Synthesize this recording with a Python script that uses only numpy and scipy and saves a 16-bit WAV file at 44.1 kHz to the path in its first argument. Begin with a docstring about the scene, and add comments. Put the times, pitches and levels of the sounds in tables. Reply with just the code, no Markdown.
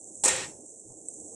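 """A thin fizz of bursting bubbles over a low, simmering rumble: battered food is frying in hot oil.
Bigger bubbles spit, steam gurgles out from under the food, and handling makes faint bumps.
Early on, a utensil knocks and rattles against a dish, and the dish and the small kitchen ring.
A noise suppressor turns the middle pitches down whenever they are quiet."""
import sys
import numpy as np
from scipy.fft import rfft, irfft
from scipy.io import wavfile
from scipy.ndimage import uniform_filter1d

SR = 44100
rng = np.random.default_rng(int(sys.argv[2]) if len(sys.argv) > 2 else 0)


def store_wav(level_fs):
    """Save 16-bit WAV to argv[1]."""
    pcm = np.round(np.clip(np.atleast_2d(level_fs), -1, 1) * 32767)
    wavfile.write(sys.argv[1], SR, pcm.T.astype(np.int16))


N = 59535
T = np.arange(N) / SR
HZ = np.maximum(np.arange(N + 1) * SR / (2 * N), 1)

# Levels in dB are relative: later gains shift them. 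A fade time (T60) is the time to drop 60 dB.
# How hard the oil fizzes. Each row: time in seconds, level in dB.
SIZZLE_LEVEL = [(0, -48), (.13, -48.5), (.21, -45.5), (.55, -51), (.72, -50), (1.03, -50), (1.12, -46.5),
                (1.35, -45.5)]
# Tone of bursting bubbles. Each row: frequency in Hz, level in dB.
BUBBLE_TONE = [(4400, -60), (5100, -23), (5450, -24), (6250, -9), (7000, -5), (7900, 0), (8800, -6),
               (9500, -16), (10200, -16), (10900, -36), (12300, -50.5), (14000, -69.5)]
# How strongly the oil rumbles. Each row: time in seconds, level in dB.
SIMMER_LEVEL = [(0, -58), (.12, -55.5), (.2, -59.5), (.56, -55), (.6, -55.5), (.64, -55), (.68, -62),
                (.735, -58.5), (.8, -60.5), (.88, -57.5), (1.09, -57), (1.22, -54.5), (1.35, -53.5)]
# Tone of that rumble. Each row: frequency in Hz, level in dB.
SIMMER_TONE = [(25, -27.5), (70, -19.5), (120, -9), (170, -12), (230, -2.5), (310, -3.5), (380, -2),
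               (470, -1.5), (650, -9.5), (820, -15), (1050, -22.5), (1500, -30), (2200, -50)]
# Louder spits of oil. Each row: start in seconds, level in dB, pitch in Hz.
SPITS = [(.0125, -37, 7520), (0.0432, -34, 7160), (0.1543, -28, 7800), (.176, -33.5, 9030),
         (.4705, -32, 8000), (.799, -33.5, 7800), (1.0857, -19, 8250), (1.0906, -29, 8392),
         (1.1997, -34, 7900)]
# Gurgles in the hollow of the pan. Each row: loudest moment in seconds, level in dB, pitch in Hz.
GURGLES = [(0.12, -52.5, 313.4), (.49, -52, 314.4), (.64, -53.5, 302), (.865, -55, 328), (.975, -52.5, 318),
           (1.05, -56, 320), (1.195, -50, 307.5), (1.254, -50, 298)]
# Soft bumps. Each row: start in seconds, thud level in dB, tap level in dB.
BUMPS = [(.165, -54, -68), (.618, -70, -84.5), (.852, -54, -79), (.895, -60.5, -54.5), (1.191, -59, -71.5),
         (1.315, -69, -54.5)]
# Tones of a bump's thud and tap. 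Each row: frequency in Hz, level in dB.
THUD_TONE = [(25, -6.5), (70, -9.5), (125, 4.5), (200, -16.5), (500, -27.5), (1500, -63)]
TAP_TONE = [(100, -26.5), (400, 2), (900, 2.5), (1300, -5), (2200, -22.5), (5000, -57.5)]
# Utensil hits. Each row: start in seconds, crack level in dB, ring level in dB, crack hold in seconds.
KNOCKS = [(0.2367, -20, -36, 0.0059), (0.2485, -18, -34, 0.0043), (0.2556, -19, -36, 0.0051),
          (0.2791, -17, -32.5, 0.006), (.3608, -32.5, -37.5, 0.0036), (0.401, -43, -44, 0.0046)]
# Tones of a hit's crack and of the dense ringing after it. Each row: frequency in Hz, level in dB.
CRACK_TONE = [(40, -28), (200, -15), (400, -10), (650, -8.5), (900, -4), (1300, -15.5), (2500, -21),
              (4700, -16), (6200, -6.5), (8000, 3), (8900, -2.5), (9500, -10.5), (10100, -9.5),
              (10800, -25.5), (12300, -26.5), (13000, -55), (15500, -64.5)]
ROOM_RING_TONE = [(30, -19), (120, -2.5), (250, -2), (450, -2), (900, 1), (1250, -0.5), (1900, 4),
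                  (3000, 2.5), (5000, -3), (7800, 2), (9800, -9), (11000, -21.5), (12500, -26.5),
                  (15000, -45)]
# The dish's own notes. Each row: pitch in Hz, level in dB, fade time in seconds.
DISH_NOTES = [(376, -2, 0.29), (516, 2.5, 0.25), (850, -6, 0.26), (1850, 1.5, 0.32), (2236, -11, 0.3),
              (2256, -12, 0.32), (2415, -7.5, 0.34), (2547, -4.5, 0.25), (2714, -9, .5), (3430, -15, .5),
              (3952, -10, 0.495), (4335, -14.5, 0.493), (5530, -8, 0.326), (5880, -3, 0.24),
              (6310, -7, 0.36), (6984, -2.5, 0.24), (7386, 4, .28), (7920, -6, .4), (8770, -3.5, 0.296),
              (8490, -11, .25)]
# How long the kitchen echoes. Each row: frequency in Hz, fade time in seconds.
KITCHEN_FADE = [(60, 0.86), (250, 0.58), (600, .55), (2500, 0.4), (8000, 0.44), (14000, 0.33)]
# Stereo width. Each row: frequency in Hz, level of the sides against the middle in dB.
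STEREO_WIDTH = [(30, -7.5), (70, -8.5), (140, -11.5), (300, -17.5), (700, -19), (1500, -21.5),
                (3500, -23.5), (5500, -12.5), (7000, -15), (8500, -17.5), (11000, -37)]
# Added lean to the left. Each row: frequency in Hz, left level against right in dB.
LEFT_LEAN = [(30, -2.5), (80, 10.5), (150, 9), (300, 3), (600, -2), (1500, -0.7), (12000, -0.25)]
# The suppressor's deepest cut. Each row: frequency in Hz, gain in dB.
DEEPEST_CUT = [(800, -1), (1300, -20), (1850, -29), (4400, -43), (4900, -27.5), (5350, -0.5)]
# Tone of a very faint hiss. Each row: frequency in Hz, level in dB.
HISS_TONE = [(1000, -0.5), (5000, 4), (10000, -7.5), (13000, -16)]


def from_db(db):
    """Turn decibels into a number to multiply by."""
    return 10 ** (np.asarray(db) / 20)


def unit_power(x):
    """Scale a signal to an average power of 1."""
    return x / np.sqrt(np.mean(x ** 2) + 1e-20)


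def over_time(rows):
    """Join (time, value) rows with straight lines."""
    return np.interp(T, *np.transpose(rows))


def at_hz(rows, hz):
    """Read between (frequency, value) rows, with octaves evenly spaced."""
    frequencies, values = np.transpose(rows)
    return np.interp(np.log(hz), np.log(frequencies), values)


def filtered(x, response):
    """Turn each frequency up or down."""
    return irfft(rfft(x, 2 * N) * response)[..., :N]


def with_tone(x, tone):
    """Shape a sound with a tone table; white noise keeps its power."""
    cepstrum = irfft(np.log(unit_power(from_db(at_hz(tone, HZ)))))
    # Minimum phase: the filter rings only after a sound, never before it.
    cepstrum[1:N] *= 2
    cepstrum[N + 1:] = 0
    return filtered(x, np.exp(rfft(cepstrum)))


def drift(rate_hz):
    """A smooth random wobble, about 1 in size."""
    return unit_power(filtered(rng.standard_normal(N), 1 / (1 + (HZ / rate_hz) ** 2)))


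def pan(left_db):
    """Left and right gains; negative values move the sound right."""
    return from_db(np.array([[.5], [-.5]]) * left_db)


def stereo(pair):
    """Use two unrelated signals as the middle and sides of a narrow stereo sound."""
    side = filtered(pair[1], from_db(at_hz(STEREO_WIDTH, HZ)))
    return np.array([pair[0] + side, pair[0] - side])


def kitchen_echo():
    """Many reflections blur together, each octave fading at its own rate."""
    noise, echo = rng.standard_normal((2, N)), 0
    for hz in 2. ** np.arange(5, 15):
        octave = filtered(noise, np.maximum(1 - abs(np.log2(HZ / hz)), 0))
        echo += octave * from_db(-60 * T / at_hz(KITCHEN_FADE, hz))
    return stereo(echo)


def in_kitchen(x, echo_db):
    """The direct sound plus the room's echo."""
    echo = unit_power(kitchen_echo()) / np.sqrt(N)
    return x + from_db(echo_db) * filtered(x, rfft(echo, 2 * N))


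def sizzle(bursts_per_s=6400, spread_db=3.5, flutter_db=0.63):
    """Thousands of tiny steam bubbles burst at random, most weak and a few strong."""
    sizes = from_db(spread_db * np.minimum(rng.exponential(1, (2, N)), 5))
    signs = rng.choice([-1, 1], (2, N))
    bursting = rng.random((2, N)) < bursts_per_s / SR
    bursts = stereo(with_tone(sizes * signs * bursting, BUBBLE_TONE))
    fizz = unit_power(in_kitchen(bursts, echo_db=-7))
    return fizz * from_db(over_time(SIZZLE_LEVEL) + flutter_db * drift(23))


def simmer(boost_db=1.5, flutter_db=0.5):
    """Churning oil makes a low, uneven rumble."""
    rumble = unit_power(stereo(with_tone(rng.standard_normal((2, N)), SIMMER_TONE)))
    return rumble * from_db(boost_db + over_time(SIMMER_LEVEL) + flutter_db * drift(18))


def spits(rise_s=0.00027):
    """Bigger bubbles pop, each with a ping about a millisecond long."""
    pops = 0
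    for start, db, hz in SPITS:
        age = np.maximum(T - start, 0)
        shape = (age / rise_s) ** 2 * np.exp(-age / rise_s)
        ping = with_tone(shape * np.sin(2 * np.pi * hz * age), BUBBLE_TONE)
        pops += from_db(db) * ping / abs(ping).max()
    return in_kitchen(pops, echo_db=-16)


def gurgles(width_s=.024, wobble_radians=0.44):
    """Steam escapes from under the food in short, hollow swells."""
    steam = 0
    for peak_time, db, hz in GURGLES:
        phase = 2 * np.pi * (hz * T + rng.random()) + wobble_radians * drift(60)
        swell = np.exp(-((T - peak_time) / width_s) ** 2)
        steam += from_db(db) * swell * np.sqrt(2) * np.sin(phase)
    return steam


def bumps(rise_s=.005, fade_s=0.27):
    """Handling makes faint bumps, each a low thud and a dull tap."""
    thuds, taps = 0, 0
    for start, thud_db, tap_db in BUMPS:
        age = np.maximum(T - start, 0)
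        shape = (1 - np.exp(-age / rise_s)) * from_db(-60 * age / fade_s)
        thuds += from_db(thud_db) * shape
        taps += from_db(tap_db) * shape
    thud_sound = with_tone(thuds * rng.standard_normal(N), THUD_TONE)
    return thud_sound + with_tone(taps * rng.standard_normal(N), TAP_TONE)


def utensil_knocks(crack_fade_s=0.054, ring_rise_s=0.028, room_boost_db=6.5):
    """The utensil bounces on the dish: each hit cracks, then the room and the dish ring on."""
    cracks, room, swells = 0, 0, []
    for start, crack_db, ring_db, hold_s in KNOCKS:
        age = np.maximum(T - start, 0)
        shape = (T > start) * from_db(crack_db - 60 * np.maximum(age - hold_s, 0) / crack_fade_s)
        cracks += shape * stereo(rng.standard_normal((2, N)))
        swell = from_db(ring_db) * (1 - np.exp(-age / ring_rise_s))
        room += swell * np.roll(kitchen_echo(), int(start * SR), axis=1)
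        swells.append((age, swell))
    dish = dish_ring(swells)
    cracks = in_kitchen(with_tone(cracks, CRACK_TONE), echo_db=-10)
    return cracks + from_db(room_boost_db) * with_tone(room, ROOM_RING_TONE) + dish


def dish_ring(swells, waver_db=4.5, waver_radians=0.31):
    """Every hit adds energy to the dish's notes, which waver as they fade."""
    ring = 0
    for hz, db, fade_s in DISH_NOTES:
        energy = sum((swell * from_db(-60 * age / fade_s)) ** 2 for age, swell in swells)
        note = np.sin(2 * np.pi * hz * T + waver_radians * drift(25))
        ring += np.sqrt(energy) * from_db(db + waver_db * drift(20)) * note
    return ring


def noise_suppressor(x, low_hz=1092, high_hz=5014, threshold_db=-41, cut_slope=1.48):
    """The further the middle pitches fall below the threshold, the more they are turned down."""
    middle_band = 1 / (1 + (low_hz / HZ) ** 16) / (1 + (HZ / high_hz) ** 60)
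    power = np.mean(filtered(x, middle_band) ** 2, axis=0)
    smooth_power = uniform_filter1d(power, size=900)  # about 20 milliseconds
    below_db = np.maximum(threshold_db - 10 * np.log10(abs(smooth_power) + 1e-18), 0)
    fully_cut = filtered(x, from_db(at_hz(DEEPEST_CUT, HZ)))
    return fully_cut + (x - fully_cut) * from_db(-cut_slope * below_db)


def scene():
    """The oil sits a little to the right, the knocks near the middle, and the bass leans left."""
    high_oil = (sizzle() + spits()) * pan(left_db=-3)
    low_oil = (simmer() + gurgles()) * pan(left_db=-5.5)
    mix = high_oil + low_oil + bumps() + utensil_knocks()
    return filtered(mix, pan(at_hz(LEFT_LEAN, HZ)))


def record(dry):
    """Run the suppressor, add a very faint hiss and cut off the highest treble."""
    hiss_db, cutoff_hz = -99, 15450
    hiss = from_db(hiss_db) * with_tone(rng.standard_normal(N), HISS_TONE)
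    return filtered(noise_suppressor(dry) + hiss, 1 / (1 + (HZ / cutoff_hz) ** 400))


dry = scene()
out = record(dry)
store_wav(out)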